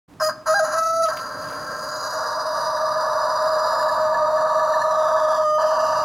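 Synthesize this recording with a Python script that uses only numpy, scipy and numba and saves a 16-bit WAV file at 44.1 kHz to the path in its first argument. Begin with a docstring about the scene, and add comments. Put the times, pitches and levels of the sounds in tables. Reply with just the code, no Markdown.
"""A low town rumble and a brush of feathers, then a rooster crows close to the microphone in a walled
garden: a short note, a second that cracks upward, a clear one, then a very long rasp.
His syrinx swings regularly or breaks into chaotic beats; its pulses ring a throat and beak whose
resonances slide as he stretches his neck and runs out of air. The walls answer softly behind him."""
import sys
import numpy as np
from scipy import signal
from scipy.fft import rfft, irfft
from scipy.io import wavfile
from scipy.ndimage import uniform_filter1d, map_coordinates
from numba import njit

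SR = 44100
rng = np.random.default_rng(int(sys.argv[2]) if len(sys.argv) > 2 else 0)


def file_out(sig):
    """Save sig as 16-bit WAV at sys.argv[1]."""
    # one column per channel
    cols = np.atleast_2d(sig).T
    # limit, then scale
    lim = np.clip(cols, -1, 1)
    pcm = np.round(lim * 32767).astype(np.int16)
    wavfile.write(sys.argv[1], SR, pcm)


N = 266364
TIME = np.arange(N) / SR


def undb(db):
    """Decibels to gain."""
    return 10 ** (np.asarray(db) / 20)


def curves(table):
    """The columns of a table, joined by straight lines in time."""
    times, *columns = np.transpose(sorted(table))
    return [np.interp(TIME, times, column) for column in columns]


def unit(x):
    """Scale to rms 1."""
    return x / np.std(x)


def steady(x, span_s):
    """Hold the rms at 1 over a sliding span."""
    size = max(int(span_s * SR), 8)
    power = uniform_filter1d(uniform_filter1d(x * x, size), size)
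    return x / np.sqrt(np.abs(power) + 1e-14)


def wander(rate_hz):
    """Smooth random drift of spread 1."""
    return unit(map_coordinates(rng.standard_normal(8192), [TIME * rate_hz], order=3, mode="wrap"))


@njit
def bandpass(x, hz, width):
    """State-variable filter with moving centre and width, gain 1 at the centre."""
    y, band_state, low_state = np.empty(len(x)), 0., 0.
    for i in range(len(x)):
        g, damping = np.tan(np.pi * min(hz[i], .45 * SR) / SR), width[i] / hz[i]
        band = (band_state + g * (x[i] - low_state)) / (1 + g * (g + damping))
        band_state, low_state = 2 * band - band_state, low_state + 2 * g * band
        y[i] = damping * band
    return y


def resonate(x, hz, width):
    """A resonance with steep skirts."""
    hz, width = hz + np.zeros(N), width + np.zeros(N)
    return bandpass(bandpass(x, hz, width), hz, width)


def tract(x, modes, neck):
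    """Parallel resonances of alternating sign that slide from the upright to the stretched posture."""
    return sum((-1) ** k * undb(db0 + (db1 - db0) * neck) * resonate(x, hz0 + (hz1 - hz0) * neck, width)
               for k, (hz0, hz1, width, db0, db1) in enumerate(modes))


def pulses(cycles, rough, scatter, uneven):
    """One sharp pulse a cycle; roughness scatters its moment and its size."""
    chance = rng.standard_normal((4400, 2))[:int(cycles[-1])]
    beat = np.arange(len(chance))
    wild = np.interp(beat, cycles, rough)
    at = np.interp(beat + scatter * wild * chance[:, 0], cycles, np.arange(N))
    taps = at.astype(int)[:, None] + np.arange(-7, 9)
    offset = taps - at[:, None]
    shape = np.sinc(offset) * np.cos(np.pi * offset / 16) ** 2
    size = 1 + uneven * wild * chance[:, 1]
    return np.bincount(np.clip(taps, 0, N - 1).ravel(), (shape * size[:, None]).ravel(), N)


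# spectrum of the town beyond the walls: f/Hz, relative level/dB
TOWN_SPECTRUM = [(25, -21), (50, -6), (80, -6), (125, 1.5), (160, 1), (210, -4), (285, 1.5), (400, -11),
                 (800, -9.5), (1600, -19.5), (3000, -26.5), (8000, -32), (17000, -42)]
# swells of its rumble: t/s, half-width/s, rise/dB
TOWN_SWELLS = [(1.539, 0.28, 6), (4.1, 0.25, 4), (6.004, 0.095, 4)]


def town(level_db):
    """A distant, slowly swelling rumble, nearly alike in both capsules."""
    hz, db = np.transpose(TOWN_SPECTRUM)
    colour = undb(np.interp(np.log(np.fft.rfftfreq(N, 1 / SR) + 1), np.log(hz), db))
    mid, side = irfft(rfft(rng.standard_normal((2, N))) * colour, N)
    swell_db = sum(rise_db * np.exp(-((TIME - t) / width) ** 2) for t, width, rise_db in TOWN_SWELLS)
    rumble = unit(mid) * undb([[-1.4], [1.2]]) + undb(-17.5) * unit(side) * [[1], [-1]]
    return undb(level_db + swell_db) * rumble


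def far_wall(x, delay_s, level_db):
    """The far wall sends one late, dull echo back to the microphone."""
    dull = signal.sosfilt(signal.butter(2, 900, fs=SR, output="sos"), x)
    return undb(level_db) * np.interp(TIME - delay_s, TIME, dull, left=0)


def garden(x, t60_s, wet_db, side_db):
    """Soft, scattered echoes from the walls and shrubs around the microphone."""
    t = TIME[:SR]
    tails = rng.standard_normal((2, SR)) * undb(-60 * t / t60_s) * (t > .008)
    tails = signal.sosfilt(signal.butter(1, 6000, fs=SR, output="sos"), tails)
    mid, side = (signal.fftconvolve(x, tail / np.linalg.norm(tail))[:N] for tail in tails)
    return undb(wet_db) * (mid + undb(side_db) * side * np.array([[1], [-1]]))


# reflections off the perch and nearby stone: delay with neck stretched/s, upright gain, stretched gain
NEAR_REFLECTIONS = [(.00115, 0.47, 0.083), (.00424, 0.28, 0.44), (.0045, .15, 0.05), (.0087, 0.2, 0.54)]


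def near_stone(x, neck):
    """Close reflections comb the treble; their paths and strengths change as the head moves."""
    path = 1 + 0.139 * (1 - neck) + 0.0034 * wander(2.72)
    return x + sum((up + (out - up) * neck) * map_coordinates(x, [(TIME - delay * path) * SR], order=2)
                   for delay, up, out in NEAR_REFLECTIONS)


# rustles close to the microphone: t/s, length/s, level/dB
FEATHER_RUSTLES = [(0.139, 0.0037, -55), (0.33, 0.0049, -56), (1.068, 0.021, -44), (1.174, 0.0067, -34.5),
                   (1.193, 0.01, -43), (1.499, 0.11, -53)]


def feathers():
    """Brief, grainy brushes of stiff feathers."""
    strength = sum(undb(db) * np.exp(-2 * ((TIME - t) / length) ** 2)
                   for t, length, db in FEATHER_RUSTLES)
    grains = rng.standard_normal(N) * undb(4.1 * wander(1100))
    return strength * unit(resonate(grains, 2300, 2800) + 0.23 * resonate(grains, 12500, 14000))


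# the bird's posture on the perch: t/s, stretch (0 upright, 1 stretched)
NECK_STRETCH = [(.2, 0.12), (.32, 0.18), (1.05, 0.17), (1.8, 0.17), (2.2, 0.61), (2.7, 0.81), (3.6, 0.75),
                (4.2, 1)]


def posture():
    """He stretches his neck as the crow goes on."""
    return curves(NECK_STRETCH)[0]


# the three opening notes, levels relative:
# start/s, end/s, attack/s, release/(dB/s), voice/dB, buzz/dB, beak ring/dB, top treble/dB
OPENING_NOTES = [(.197, 0.295, 0.013, 651, -20, -28.5, 17.5, -10),
                 (.456, 0.599, 0.02196, 110.5, -17.5, -26, -4.5, -25),
                 (.65, 1.056, 0.1362, 129.5, -18.5, -28, -18, -55)]
# effort in the long rasp, levels relative: t/s, voice/dB, buzz/dB
RASP_EFFORT = [(1.2, -30.5, -38.5), (1.65, -30, -38), (2.0, -28, -32), (2.2, -24.5, -32), (3.1, -21, -34),
               (3.7, -19.5, -32.5), (4.15, -19, -38.5), (5.4, -18.5, -37.5), (5.65, -18, -35.5),
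               (6.04, -20, -34)]
RASP_START_S, RASP_ATTACK_S = 1.06, 0.038
RASP_RING_DB, RASP_BITE_DB = (17, 1), (-5.5, -28)  # upright, stretched


def effort(neck):
    """Gains of voice, buzz, ring and top treble, and the long rasp's share, as note follows note."""
    gates = [np.clip((TIME - start) / attack, 0, 1) * undb(-release * np.maximum(TIME - end, 0))
             for start, end, attack, release, *_ in OPENING_NOTES]
    gates.append(np.clip((TIME - RASP_START_S) / RASP_ATTACK_S, 0, 1))
    rasp_colour = [np.interp(neck, [0, 1], pair) for pair in (RASP_RING_DB, RASP_BITE_DB)]
    levels = [note[4:] for note in OPENING_NOTES] + [curves(RASP_EFFORT) + rasp_colour]
    voice_db, buzz_db, ring_db, bite_db = zip(*levels)
    shares = np.array(gates) / (sum(gates) + 1e-12)
    strength = lambda dbs: np.sqrt(sum((gate * undb(db)) ** 2 for gate, db in zip(gates, dbs)))
    blend = lambda dbs: sum(share * undb(db) for share, db in zip(shares, dbs))
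    return strength(voice_db), strength(buzz_db), blend(ring_db), blend(bite_db), shares[-1]


# a close pair of narrow beak resonances: settled f/Hz, width/Hz, relative level/dB
RING_MODES = [(4758, 184, 2), (4970, 140, 2)]


def beak_ring(edge, lift_hz, settle_s):
    """The beak's ring starts high as it first opens, then settles."""
    lift = lift_hz * np.exp(-np.maximum(TIME - OPENING_NOTES[0][0], 0) / settle_s)
    return sum(undb(db) * resonate(edge, hz + lift, width) for hz, width, db in RING_MODES)


# mouth and beak resonances: upright f/Hz, stretched f/Hz, width/Hz, upright level/dB, stretched level/dB
BEAK_MODES = [(1890, 1826, 150, 3.5, 1.5), (2850, 2800, 700, -5, -44), (3000, 2830, 116, -10, -8),
              (4180, 3872, 410, 2.5, 2), (4930, 4750, 530, 3.5, 7.5), (5950, 5866, 465, 3, 3.5),
              (6590, 6476, 530, 4.5, -18), (6810, 7255, 470, 1, -2), (9240, 9240, 260, -49.5, -7.5),
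              (9900, 10260, 1080, 0, -11.5), (11880, 11040, 760, -13, -10), (12800, 13000, 760, -14, -10),
              (14250, 14400, 980, -12, -13.5), (16400, 16700, 3000, -23, -30)]
# a side cavity of the throat, its resonance sinking as the air runs out: t/s, f/Hz, level/dB
SIDE_CAVITY = [(1.3, 6724, 4), (2.0, 6790, 9.5), (2.6, 6620, -32), (3.6, 5784, -7), (4.15, 4643, 0),
               (4.78, 4310, 2), (4.95, 3900, 12), (5.35, 3406, 0.5), (5.65, 2994, 4), (6.04, 2800, -2)]
# a high resonance that dips and recovers as the head turns off the microphone: t/s, f/Hz, level/dB
HEAD_TURN = [(1.2, 9630, -19), (1.55, 9100, 0), (2.05, 8205, -12), (2.6, 8970, -6.5), (4.2, 9510, -22),
             (5.3, 9340, -9), (5.7, 9100, -42)]
STRAIN_START_S, STRAIN_RISE_S = 4.75, 1
NOTCH_REST_HZ, NOTCH_ABOVE_HZ, NOTCH_WIDTH_HZ, NOTCH_DEPTH = 3500, 670, 660, 0.6


def beak(cycles, rough, neck, ring, bite, rasp_share):
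    """The buzz: sharp closures and the air that escapes with them ring mouth and beak."""
    air = rng.standard_normal(N) * (1 + np.cos(2 * np.pi * cycles))
    leak = .11 + .55 * rough
    edge = unit(pulses(cycles, rough, scatter=0.1263, uneven=0.25)) + leak * air
    cavity_hz, cavity_db = curves(SIDE_CAVITY)
    turn_hz, turn_db = curves(HEAD_TURN)
    bright = tract(edge, BEAK_MODES, neck)
    bright += rasp_share * undb(cavity_db) * resonate(edge, cavity_hz, width=400)
    bright += undb(turn_db) * resonate(edge, turn_hz, width=550)
    # near the end of the breath the mouth tightens: the ring returns, with a sharp new resonance
    strain = np.clip((TIME - STRAIN_START_S) / STRAIN_RISE_S, 0, 1)
    bright += (ring + strain ** 2 * undb(1)) * beak_ring(edge, lift_hz=390, settle_s=0.038)
    bright -= strain * undb(5.5) * resonate(edge, hz=6107, width=161)
    bright += bite * resonate(edge, hz=10550, width=12000)
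    # some closures snap harder than others, so the top treble crackles
    snap = undb(2.4 * rough * wander(400)) - 1
    bright += snap * resonate(bright, hz=10600, width=9000)
    # a hollow in the treble: in the long rasp the cavity cuts it just above its own resonance
    cavity_notch_hz = np.maximum(cavity_hz + NOTCH_ABOVE_HZ, NOTCH_REST_HZ)
    notch_hz = np.where(TIME < RASP_START_S, NOTCH_REST_HZ, cavity_notch_hz)
    depth = 1 - rasp_share + rasp_share * NOTCH_DEPTH
    for _ in range(2):
        bright -= depth * bandpass(bright, notch_hz, NOTCH_WIDTH_HZ + np.zeros(N))
    # the closures come in flurries of harder and softer ones
    flutter_db = wander(45) + 1.05 * wander(160)
    return steady(near_stone(bright, neck), span_s=0.05) * undb(flutter_db)


# windpipe and throat: upright f/Hz, stretched f/Hz, width/Hz, upright level/dB, stretched level/dB
THROAT_MODES = [(605, 639.6, 78.6, -1.5, 4.5), (750, 784, 123, -10, -10), (915, 927.6, 64, -7, 6),
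                (1046, 979, 66, 3, 5.5), (1124, 1159.5, 117, -3.5, 8.5), (1260, 1216, 152, -12, 1),
                (1288, 1508, 164, 6.5, -8.5), (1565, 1720, 89, 3, -7.5), (1777, 1790, 160, -2, -52)]
NOTE_CHEST_DB, RASP_CHEST_DB = -37, (-5, -12.5)  # in the rasp: upright, stretched


def throat(cycles, neck, rasp_share):
    """Chaotic beats ring throat and chest; the membranes' swing is bounded, so the growl stays even."""
    beats = pulses(cycles, np.ones(N), scatter=0.5445, uneven=0.11)
    chest_db = (1 - rasp_share) * NOTE_CHEST_DB + rasp_share * np.interp(neck, [0, 1], RASP_CHEST_DB)
    chest = undb(chest_db) * resonate(beats, hz=505 + 30 * neck, width=143)
    return steady(tract(beats, THROAT_MODES, neck) - chest, span_s=0.0075)


# short catches in the long rasp: t/s, relative level/dB
VOICE_CATCHES = [(3.13, -54), (3.69, -41), (3.802, -28.5), (3.895, -27), (3.97, -35), (4.15, -25.5),
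                 (4.386, -30), (4.602, -36), (4.743, -24.5), (4.823, -25), (5.189, -31.5), (5.363, -31.5),
                 (5.631, -30.5), (5.942, -37)]


def squeaks():
    """The rasp catches on an upper throat resonance; returns the squeaks and their envelope."""
    catch = sum(undb(db) * np.exp(-((TIME - t) / 0.0098) ** 2) for t, db in VOICE_CATCHES)
    hz = 1725 + 25 * wander(120)
    return catch * np.sin(2 * np.pi * np.cumsum(hz) / SR), catch


# spells when the syrinx locks into a regular swing:
# start/s, end/s, mid-spell f/Hz, glide/(Hz/s), added clarity/dB, octave/dB, buzz/dB
CLEAR_SPELLS = [(0.234, 0.289, 623, 122, 21, -2.5, 5), (0.494, 0.538, 633, 133, 12, -3, -3),
                (0.543, 0.597, 809, -150, 17.5, 6, -2.5), (0.603, 0.642, 632, -35, 35, -7.5, -6.5),
                (0.75, 0.811, 651.8, 38, 10.5, -1, -2), (0.803, 1.025, 654.9, 49.5, 37, 0, -6),
                (1.028, 1.055, 664, 96, 40, 1, -1), (1.059, 1.084, 639.7, -500, 41, 4.5, -4.5),
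                (4.022, 4.125, 624.7, -35, 5, -11, -0.5), (4.209, 4.258, 613.8, 3, 7, -6.5, 0),
                (4.293, 4.363, 622, 0, 6, -12, -1), (4.851, 4.901, 627, 0, 4.5, -6, -0.5),
                (4.974, 5.013, 626.7, 0, 6.5, -9, -0.5), (5.224, 5.282, 618.8, -3, 6.5, -7.5, 0),
                (5.373, 5.445, 623, -76, 7.5, -8, -0.5), (5.447, 5.581, 611, 12, 39, -0.5, -1.5),
                (5.653, 5.711, 623.4, 200, 6.5, -11.5, 0)]
LOCK_S, BREAK_S = 0.00528, 0.00312  # how fast a spell sets in and breaks up
FULL_DB, FULL_HZ, TONE_OVER_RASP_DB, OCTAVE_DB = -19, 624.6, -2.18, -8  # at full voice
HZ_PER_DB, TONE_DB_PER_DB = 1.11, 0.78  # pitch and tonality rise with effort


def syrinx(voice):
    """Pitch, roughness, and octave and buzz gains: effort sets the first two, clear spells all four."""
    push_db = np.maximum(20 * np.log10(voice + 1e-9) - FULL_DB, -15)
    pitch = FULL_HZ + HZ_PER_DB * push_db
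    clarity_db, octave_db, buzz_db = 0, OCTAVE_DB, 0
    for start, end, hz, glide, clear_db, second_db, sharp_db in CLEAR_SPELLS:
        # the pitch jumps at once; the tone clears more gradually
        ending = (1 - np.tanh((TIME - end) / BREAK_S)) / 2
        jump = ending * (1 + np.tanh((TIME - start) / BREAK_S)) / 2
        inside = ending * (1 + np.tanh((TIME - start) / LOCK_S + 1)) / 2
        pitch += jump * (hz + glide * (TIME - (start + end) / 2) - pitch)
        clarity_db += inside * (clear_db - clarity_db)
        octave_db += inside * (second_db - octave_db)
        buzz_db += inside * (sharp_db - buzz_db)
    rough = 1 / (1 + undb(TONE_OVER_RASP_DB + TONE_DB_PER_DB * push_db + clarity_db) ** 2)
    return pitch, rough, undb(octave_db), undb(buzz_db)


def rooster(neck):
    """Close up: two strong partials, a rasp in the throat and a buzz in the beak, all from one syrinx."""
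    voice, buzz, ring, bite, rasp_share = effort(neck)
    pitch, rough, octave_ratio, sharpness = syrinx(voice)
    voice *= undb(1 - rough)  # a regular swing is a little stronger
    # roughness shares the voice's power between the rasp and the two partials
    rasp = voice * np.sqrt(rough)
    fundamental = voice * np.sqrt((1 - rough) / (1 + octave_ratio ** 2))
    octave = fundamental * octave_ratio
    # a rough voice keeps falling into step (+) and breaking up again (-), trading rasp for tone
    locked = np.tanh(2.5 * wander(48)) * np.sqrt(rough)
    fundamental *= undb(2.6 * locked + 2.2 * rough * wander(80))
    octave *= undb(4.2 * locked)
    rasp *= undb(-1.5 * locked)
    # the upright bird's clear notes carry a quick tremor in pitch and strength
    tremor_hz = 28 + 2.8 * wander(12.4)
    tremor = np.sin(2 * np.pi * np.cumsum(tremor_hz) / SR) * (1 - rough) * (1 - neck)
    pitch *= 1 + .012 * rough * wander(70) + 0.00131 * wander(90) + 0.0069 * tremor
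    cycles = np.cumsum(pitch) / SR
    phase = 2 * np.pi * cycles
    tone = fundamental * np.sin(phase) + octave * np.sin(2 * phase + 1.1 + 2 * rough * wander(90))
    tone *= undb(1.06 * tremor)
    growl = rasp * throat(cycles, neck, rasp_share)
    # a squeak takes its energy from the two partials and sharpens the buzz
    squeak, catch = squeaks()
    tone = tone / (1 + (catch / 0.016) ** 2) + squeak
    buzz *= sharpness * (1 + 6 * catch) * undb(tremor)
    buzz *= beak(cycles, rough, neck, ring, bite, rasp_share)
    return np.sqrt(2) * undb(-1) * tone + undb(-1.08) * growl + undb(-3.5) * buzz


def scene():
    """The bird stands near the centre of the stereo pair and leans slightly right as he crows."""
    neck = posture()
    bird = rooster(neck) + feathers()
    pan_db = .3 - 1.25 * neck  # left over right
    # the treble reaches the two capsules slightly out of step
    treble = signal.sosfiltfilt(signal.butter(2, [1700, 9500], "bandpass", fs=SR, output="sos"), bird)
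    spread = undb(-19.5) * np.imag(signal.hilbert(treble))
    direct = bird * undb(np.array([pan_db, -pan_db]) / 2) + spread * np.array([[1], [-1]])
    echoes = garden(bird, t60_s=0.46, wet_db=-16.5, side_db=-14.5)
    echoes += far_wall(bird, delay_s=.135, level_db=-19)
    return town(level_db=-48) + echoes + direct


OPEN_S, FADE_IN_S, TOP_HZ = .078, 0.015, 18200


def record(dry):
    """The microphone channel opens after a moment, and a steep low-pass cuts the top."""
    opened = np.clip((TIME - OPEN_S) / FADE_IN_S, 0, 1)
    return signal.sosfilt(signal.ellip(10, .2, 90, TOP_HZ, fs=SR, output="sos"), dry * opened)


dry = scene()
out = record(dry)
file_out(out)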